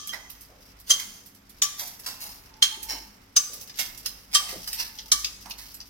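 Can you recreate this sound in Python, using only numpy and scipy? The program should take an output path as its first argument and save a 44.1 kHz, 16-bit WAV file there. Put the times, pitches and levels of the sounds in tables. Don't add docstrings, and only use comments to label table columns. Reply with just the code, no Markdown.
import sys
import numpy as np
from scipy import signal
from scipy.fft import rfft, irfft, next_fast_len
from scipy.io import wavfile
from scipy.ndimage import uniform_filter1d

SR = 44100
rng = np.random.default_rng(int(sys.argv[2]) if len(sys.argv) > 2 else 0)


def generate_wav(signal):
    frames = np.transpose(np.atleast_2d(signal))
    scaled = np.clip(frames, -1, 1) * 32767
    pcm = np.round(scaled).astype(np.int16)
    wavfile.write(sys.argv[1], SR, pcm)


N = 259749
TIME = np.arange(N) / SR

# frequency in Hz, level in dB.
SHOP_TONE = [(15, 5), (25, 4), (105, -7), (145, -7), (277, -13.5), (451, -12.5), (575, -16.5),
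             (1290, -16.5), (1650, -19), (2160, -17.5), (2350, -20), (7110, -29.5), (10700, -36),
             (16000, -77)]
# frequency in Hz, seconds to fade by 60 dB, level in dB.
ECHO_BANDS = [(300, 0.65, -19), (1030, 0.65, -4), (2770, 0.53, -9), (4770, 0.61, -12.5),
              (9200, 0.75, -12.5), (14000, 0.63, -9.5)]
# time in seconds, level in dB.
HUM_SWELLS = [(0.0, -70), (0.4, -56.5), (1.4, -74), (1.6, -64), (2.1, -73.9), (2.3, -63), (2.9, -56.5),
              (3.49, -79), (4.09, -54.7), (4.79, -57.5), (5.49, -53), (5.89, -58.5)]
# frequency in Hz, level in dB.
MOTOR_TONES = [(100, -67.5), (275, -69), (363, -78)]
# start in seconds, hold in seconds, level in dB.
BEARING_SQUEALS = [(2.5, .1, -59), (2.708, 0.25, -51), (4.665, 0.38, -62.5)]
# time in seconds, pitch in Hz, level in dB.
FRAME_KNOCKS = [(.14, 730, -48.5), (.5, 559, -56.5), (1.81, 754, -45), (2.08, 840, -49), (2.23, 840, -51),
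                (2.77, 300, -52.5), (2.91, 720, -44), (2.93, 283, -50), (3.5, 487, -55.5), (3.8, 196, -52),
                (4.41, 710, -50), (4.53, 504, -40.5), (4.565, 200, -41.5), (5.46, 890, -46.5),
                (5.46, 202, -53)]
# frequency in Hz, level in dB.
FRAME_TONE = [(100, -16), (300, -19), (800, 1), (1300, -3.5), (2100, 8), (2800, -14), (4500, -9.5)]
WIRE_TONE = [(1500, -88), (2600, -6), (3300, -6.5), (4200, -1.5), (5300, 4.5), (6400, -4), (7500, -20.5),
             (11000, -34)]
FIZZ_TONE = [(4500, -24), (7500, -4.5), (9500, -3.5), (11500, 2.5), (13500, 4), (16000, -4)]
# time in seconds, level in dB.
WIRE_SCRAPES = [(0.074, -32.5), (0.301, -39), (0.41, -41), (0.8, -48.5), (1.262, -45), (1.349, -50.5),
                (1.496, -47.5), (1.874, -37), (1.999, -41.5), (2.83, -30.5), (3.535, -35), (3.613, -37),
                (3.977, -40), (4.061, -31.5), (4.731, -46), (5.499, -39), (5.743, -37)]
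# time in seconds, level in dB.
WIRE_CLINKS = [(2.54, -54), (3.63, -54), (3.696, -39), (3.743, -45), (4.06, -25.5), (4.988, -34),
               (5.246, -23.5), (5.509, -32.5), (5.804, -38)]
# time in seconds, level in dB, decay in seconds, # brightness in dB.
SPIRAL_RATTLES = [(0.134, -41, 0.026, -23), (0.882, -43.5, 0.18, 3), (0.999, -36.5, 0.03, 0),
                  (1.796, -36.5, 0.06, 5.5), (2.066, -33.5, 0.048, -2), (2.215, -40, 0.076, 5),
                  (2.899, -33, 0.056, -4), (3.794, -25.5, 0.03, 1.5), (4.336, -36.5, 0.076, 1.5),
                  (4.492, -36.5, 0.055, 0.5), (4.677, -34.5, 0.019, 5), (4.731, -36.5, 0.036, 7.5),
                  (4.797, -29, 0.034, -2), (5.459, -53, 0.018, -33), (5.589, -43.5, 0.079, 1)]
# time in seconds, level in dB, rise in seconds, decay in seconds,
# pitch as a ratio, level of the mesh ticking that follows in dB, then how loudly the bar,
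# the blade and the wire end ring, each in dB.
CUTTER_BLOWS = [(0.091, -44, .002, .01, 1.4, -65, -14, -11, -24),
                (0.906, -10.5, 0.0051, .015, 1.06, -77, -6.5, 5.5, 2),
                (1.6195, -14, .0008, 0.02, 1.085, -52, -0.5, -22, -2.5),
                (2.6244, -10.5, 0.0015, .017, 0.99, -77, -5.5, 3, -3),
                (3.3652, -10.5, 0.0021, .013, 1.13, -50, -6.5, -18.5, 3),
                (4.3496, -10, 0.0037, 0.017, 0.97, -50, 2, 3, -6),
                (5.1177, -9, 0.0009, .012, 1.16, -57.5, -1, -8.5, -4)]
# frequency in Hz, level in dB, seconds to fade by 60 dB,
# part (0 is the bar, 1 the blade, 2 the wire end).
CUTTER_NOTES = [(1168, -35, .36, 0), (1235, -37, .1, 0), (1750, -43, .18, 0), (2880, -37, .1, 1),
                (3177, -17, .09, 1), (3290, -27, .06, 1), (4167, -37, .15, 1), (5135, -29, .1, 1),
                (5378, -35, .12, 1), (6186, -16, .12, 2), (6290, -27, .06, 2), (6530, -32, .1, 2),
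                (7031, -35, .2, 2)]
# frequency in Hz, level in dB.
CHATTER_TONE = [(150, -47), (450, -28), (950, -24.5), (1300, -17.5), (2400, -15.5), (3400, -5),
                (4200, -4.5), (5200, -1.5), (6400, -3), (7500, -11), (10000, -13), (15500, -20)]
# frequency in Hz, left minus right in dB.
SIDE_BALANCE = [(120, -2.5), (400, -3), (700, -4), (1300, -8.5), (2400, -10), (3300, -5.5), (4900, 0.5),
                (6300, -0.5), (8000, -4), (15000, -1.5)]

MESH_REST_DB = -64
LEFT_RIGHT = np.array([[1], [-1]])


def undb(db):
    return 10 ** (np.asarray(db) / 20)


def unit(x):
    return x / np.sqrt(np.mean(x ** 2))


def colour(x, points):
    hz, db = np.transpose(points)
    size = next_fast_len(x.shape[-1])
    log_hz = np.log(np.arange(size // 2 + 1) * SR / size + 1)
    gain = undb(np.interp(log_hz, np.log(hz), db))
    return irfft(rfft(x, size) * unit(gain), size)[..., :x.shape[-1]]


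def add(out, s, sound):
    start = int(s * SR)
    lo, hi = max(start, 0), min(start + sound.shape[-1], N)
    out[:, lo:hi] += sound[:, lo - start:hi - start]


def fade(t, t60):
    return np.exp(-np.log(1000) * t / t60)


def swell(t, rise_s, decay_s):
    return np.exp(np.minimum(t, 0) / rise_s - np.maximum(t, 0) / decay_s)


def gate(s, attack_s, hold_s, release_s):
    t = TIME - s
    return np.clip(t / attack_s, 0, 1) * np.exp(-np.maximum(t - attack_s - hold_s, 0) / release_s)


def wander(per_s, size=N):
    hold = int(SR / per_s)
    steps = np.repeat(rng.standard_normal(size // hold + 1), hold)
    return unit(uniform_filter1d(uniform_filter1d(steps, hold), hold)[:size])


def contacts(size, per_s, spread_db):
    hit = rng.random(size) < per_s / SR
    direction = rng.choice([-1, 1], size)
    strength = undb(spread_db * np.clip(rng.standard_normal(size), -2, 2))
    return unit(hit * direction * strength)


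def steel(ring_db, t60, scatter_db, scatter_s, notes_per_hz, uneven_db, lag_s=.0005):
    t = np.arange(SR // 8) / SR
    bins = len(t) // 2 + 1
    is_note = rng.random(bins) < notes_per_hz * SR / len(t)
    strength = is_note * undb(uneven_db * rng.standard_normal(bins))
    notes = irfft(strength * np.exp(2j * np.pi * rng.random((2, bins))), len(t)) * fade(t, t60)
    bars = rng.standard_normal((2, len(t))) * np.exp(-t / scatter_s)
    response = (undb(ring_db) * unit(notes) + undb(scatter_db) * unit(bars)) / np.sqrt(len(t))
    response[[0, 1], (2 * lag_s * SR * rng.random(2)).astype(int)] += 1
    return response / np.sqrt(np.sum(response ** 2) / 2)


def strike(force, response):
    return signal.fftconvolve(force[None], response, axes=1)[:, :len(force)]


def feeding(wait_s=0.089):
    strokes = sum(undb(mesh_db) * gate(s + wait_s, attack_s=0.07, hold_s=0.4, release_s=0.26)
                  for s, _, _, _, _, mesh_db, *_ in CUTTER_BLOWS)
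    return undb(MESH_REST_DB) + strokes


def shop_rumble(level_db=-56.5, wide_hz=300, flicker_db=1):
    middle, side = colour(rng.standard_normal((2, N)), SHOP_TONE)
    side = signal.sosfilt(signal.butter(2, wide_hz, "high", fs=SR, output="sos"), side)
    load = (feeding() / undb(MESH_REST_DB)) ** 0.18
    return unit(middle + side * LEFT_RIGHT) * load * undb(level_db + flicker_db * wander(per_s=11))


def shop_echo(x, build_s=0.0095):
    t = np.arange(SR) / SR
    log_hz = np.log(np.arange(SR // 2 + 1) + 1)
    log_centres = np.log(np.array(ECHO_BANDS)[:, 0])
    noise, tail = rfft(rng.standard_normal((2, SR))), 0
    for (_, t60, db), share in zip(ECHO_BANDS, np.eye(len(ECHO_BANDS))):
        band = irfft(noise * np.interp(log_hz, log_centres, share), SR)
        loudness = unit(fade(t, t60) * (1 - np.exp(-t / build_s)))
        tail = tail + undb(db) * band * loudness / np.sqrt(SR)
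    return signal.fftconvolve(x, tail, axes=1)[:, :N]


def frame_drone(hz=197, db=-65, throb_db=3):
    peak = [(hz / 2, -60), (hz / 1.28, -16), (hz, 0), (hz * 1.69, -16), (hz * 2, -70)]
    rumble = colour(rng.standard_normal(N), peak)
    return unit(rumble) * undb(db + throb_db * wander(per_s=17))


def motor(hum_hz=51.7, hum_db=-1.5, wobble_rad=0.18, throb_db=3.5):
    hum = unit(np.sin(2 * np.pi * hum_hz * TIME + wobble_rad * wander(per_s=15)))
    swells = undb(np.interp(TIME, *np.transpose(HUM_SWELLS)))
    throb = undb(hum_db + throb_db * wander(per_s=8))
    tones = sum(undb(db) * unit(np.sin(2 * np.pi * hz * TIME + wobble_rad * wander(per_s=23)))
                for hz, db in MOTOR_TONES)
    return hum * swells * throb + tones


def bearing(hz=884, waver=0.0272, flutter_db=2.5, level_db=-2):
    phase = 2 * np.pi * np.cumsum(hz * (1 + waver * wander(per_s=160))) / SR
    rubbing = sum(undb(db) * gate(s, attack_s=0.025, hold_s=hold_s, release_s=0.017)
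                  for s, hold_s, db in BEARING_SQUEALS)
    return unit(np.sin(phase)) * rubbing * undb(level_db + flutter_db * wander(per_s=60))


def frame_knocks(rise_s=0.0045, usual_decay_s=0.067, usual_db=-49.5, octave_db=-19):
    out, t = np.zeros((2, N)), np.arange(-SR // 12, SR // 3) / SR
    for s, hz, db in FRAME_KNOCKS:
        decay_s = usual_decay_s * undb(0.64 * (usual_db - db))
        shove = rng.standard_normal(len(t)) + 0.5 * rng.standard_normal((2, len(t)))
        peak = [(hz / 8, 2 * octave_db), (hz / 2, octave_db), (hz, 0),
                (hz * 2, octave_db), (hz * 8, 3 * octave_db)]
        boom = unit(colour(shove, peak))
        add(out, s + t[0], undb(db) * boom * swell(t, rise_s, decay_s))
    return out


def mesh_ticks(wire_db=-2, fizz_db=-3, restless_db=3, links=4):
    ticks, stir = 0, feeding()
    for _ in range(links):
        link = steel(ring_db=8, t60=0.12, scatter_db=7.5, scatter_s=0.013,
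                     notes_per_hz=0.011, uneven_db=-0.5)
        taps = contacts(N, per_s=22, spread_db=3.5) * stir
        ticks = ticks + strike(taps, link) / np.sqrt(links)
    sound = undb(wire_db) * colour(ticks, WIRE_TONE) + undb(fizz_db) * colour(ticks, FIZZ_TONE)
    return sound * undb(restless_db * wander(per_s=18))


def wire_hit(t, rise_s, decay_s, slap, frame_db, wire_db, fizz_db, pan_db):
    body = steel(ring_db=2, t60=0.042, scatter_db=3, scatter_s=0.0015,
                 notes_per_hz=0.034, uneven_db=4.5)
    chatter = contacts(len(t), per_s=1400, spread_db=2) * swell(t, rise_s, decay_s)
    rattle = strike(slap * (t == 0) + chatter, body)
    layers = [(frame_db, FRAME_TONE), (wire_db, WIRE_TONE), (fizz_db, FIZZ_TONE)]
    sound = sum(undb(db) * colour(rattle, tone) for db, tone in layers)
    return sound * undb(pan_db * LEFT_RIGHT / 2)


def wire_scrapes():
    out, t = np.zeros((2, N)), np.arange(-SR // 12, SR // 3) / SR
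    for s, db in WIRE_SCRAPES:
        scrape = wire_hit(t, rise_s=0.0034, decay_s=0.021, slap=10.7,
                          frame_db=-26.5, wire_db=-10.5, fizz_db=-1.1, pan_db=-5)
        add(out, s + t[0], undb(db) * scrape)
    return out


def wire_clinks():
    out, t = np.zeros((2, N)), np.arange(-SR // 12, SR // 3) / SR
    for s, db in WIRE_CLINKS:
        clink = wire_hit(t, rise_s=0.0028, decay_s=0.017, slap=10.8,
                         frame_db=-16, wire_db=0, fizz_db=-22, pan_db=-2)
        add(out, s + t[0], undb(db) * clink)
    return out


def spiral_rattles():
    out, t = np.zeros((2, N)), np.arange(-SR // 12, SR // 3) / SR
    for s, db, decay_s, bright_db in SPIRAL_RATTLES:
        rise_s = 0.25 * min(decay_s, .04)
        rattle = wire_hit(t, rise_s, decay_s, slap=9.7, frame_db=-7 - 0.51 * bright_db,
                          wire_db=0.5, fizz_db=-3 + bright_db, pan_db=-4)
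        add(out, s + t[0], undb(db) * rattle)
    return out


def opening_ring(part_db=(-16, -30, -26), wash_db=-43, decay_s=0.16):
    ring = 0
    for hz, db, _, part in CUTTER_NOTES:
        loudness = undb(db + part_db[round(part)] + 2 * wander(per_s=100))
        ring = ring + loudness * np.sin(2 * np.pi * (hz * TIME + rng.random((2, 1))))
    wash = undb(wash_db) * colour(rng.standard_normal((2, N)), CHATTER_TONE)
    return (ring + wash) * np.exp(-TIME / decay_s)


def cutter_ring(pan_db=-2, jostle_rad=0.031, buzz_db=3.5, build_s=0.0018):
    out, t = np.zeros((2, N)), np.arange(SR // 4) / SR
    for s, _, _, decay_s, _, _, *part_db in CUTTER_BLOWS:
        for hz, db, t60, part in CUTTER_NOTES:
            loudness = fade(t, t60) * (1 - np.exp(-t / build_s))
            bounces = rng.standard_normal((2, len(t))) * np.exp(-t / decay_s)
            jostle = jostle_rad * np.cumsum(bounces, axis=1)
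            buzz = undb(buzz_db * wander(per_s=130, size=len(t)))
            phase = 2 * np.pi * (hz * t + rng.random((2, 1))) + jostle
            ring = np.sqrt(2) * np.sin(phase) * loudness * buzz
            add(out, s, ring * undb(db + part_db[round(part)] + pan_db * LEFT_RIGHT / 2))
    return out


def cutter_blows(jangle_db=-28, jangle_s=0.09):
    out, t = np.zeros((2, N)), np.arange(-SR // 25, SR // 2) / SR
    for s, db, rise_s, decay_s, pitch, *_ in CUTTER_BLOWS:
        body = steel(ring_db=-3.5, t60=0.064, scatter_db=-0.5, scatter_s=0.0029,
                     notes_per_hz=.04, uneven_db=4.5)
        slam = contacts(len(t), per_s=6000, spread_db=3) * swell(t, rise_s, decay_s)
        jangle = contacts(len(t), per_s=450, spread_db=-2) * swell(t, rise_s, jangle_s)
        clank = strike(slam + undb(jangle_db) * jangle, body)
        tone = np.array(CHATTER_TONE) * [pitch, 1]
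        add(out, s + t[0], undb(db) * colour(clank, tone))
    return out


def scene(clatter_echo_db=-1, ring_echo_db=-4):
    heavy = cutter_blows() + frame_knocks() + bearing()
    ring = cutter_ring()
    clatter = spiral_rattles() + wire_clinks() + wire_scrapes() + mesh_ticks()
    echo = shop_echo(heavy + undb(clatter_echo_db) * clatter + undb(ring_echo_db) * ring)
    return heavy + ring + clatter + echo + opening_ring() + motor() + frame_drone() + shop_rumble()


def record(dry, bottom_hz=28, top_hz=16100):
    left = colour(dry[0], [(hz, db / 2) for hz, db in SIDE_BALANCE])
    right = colour(dry[1], [(hz, -db / 2) for hz, db in SIDE_BALANCE])
    bass_cut = signal.butter(2, bottom_hz, "high", fs=SR, output="sos")
    top_cut = signal.ellip(12, .2, 90, top_hz, fs=SR, output="sos")
    heard = signal.sosfilt(bass_cut, np.array([left, right]))
    return signal.sosfilt(top_cut, np.clip(heard, -1, 1))


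dry = scene()
out = record(dry)
generate_wav(out)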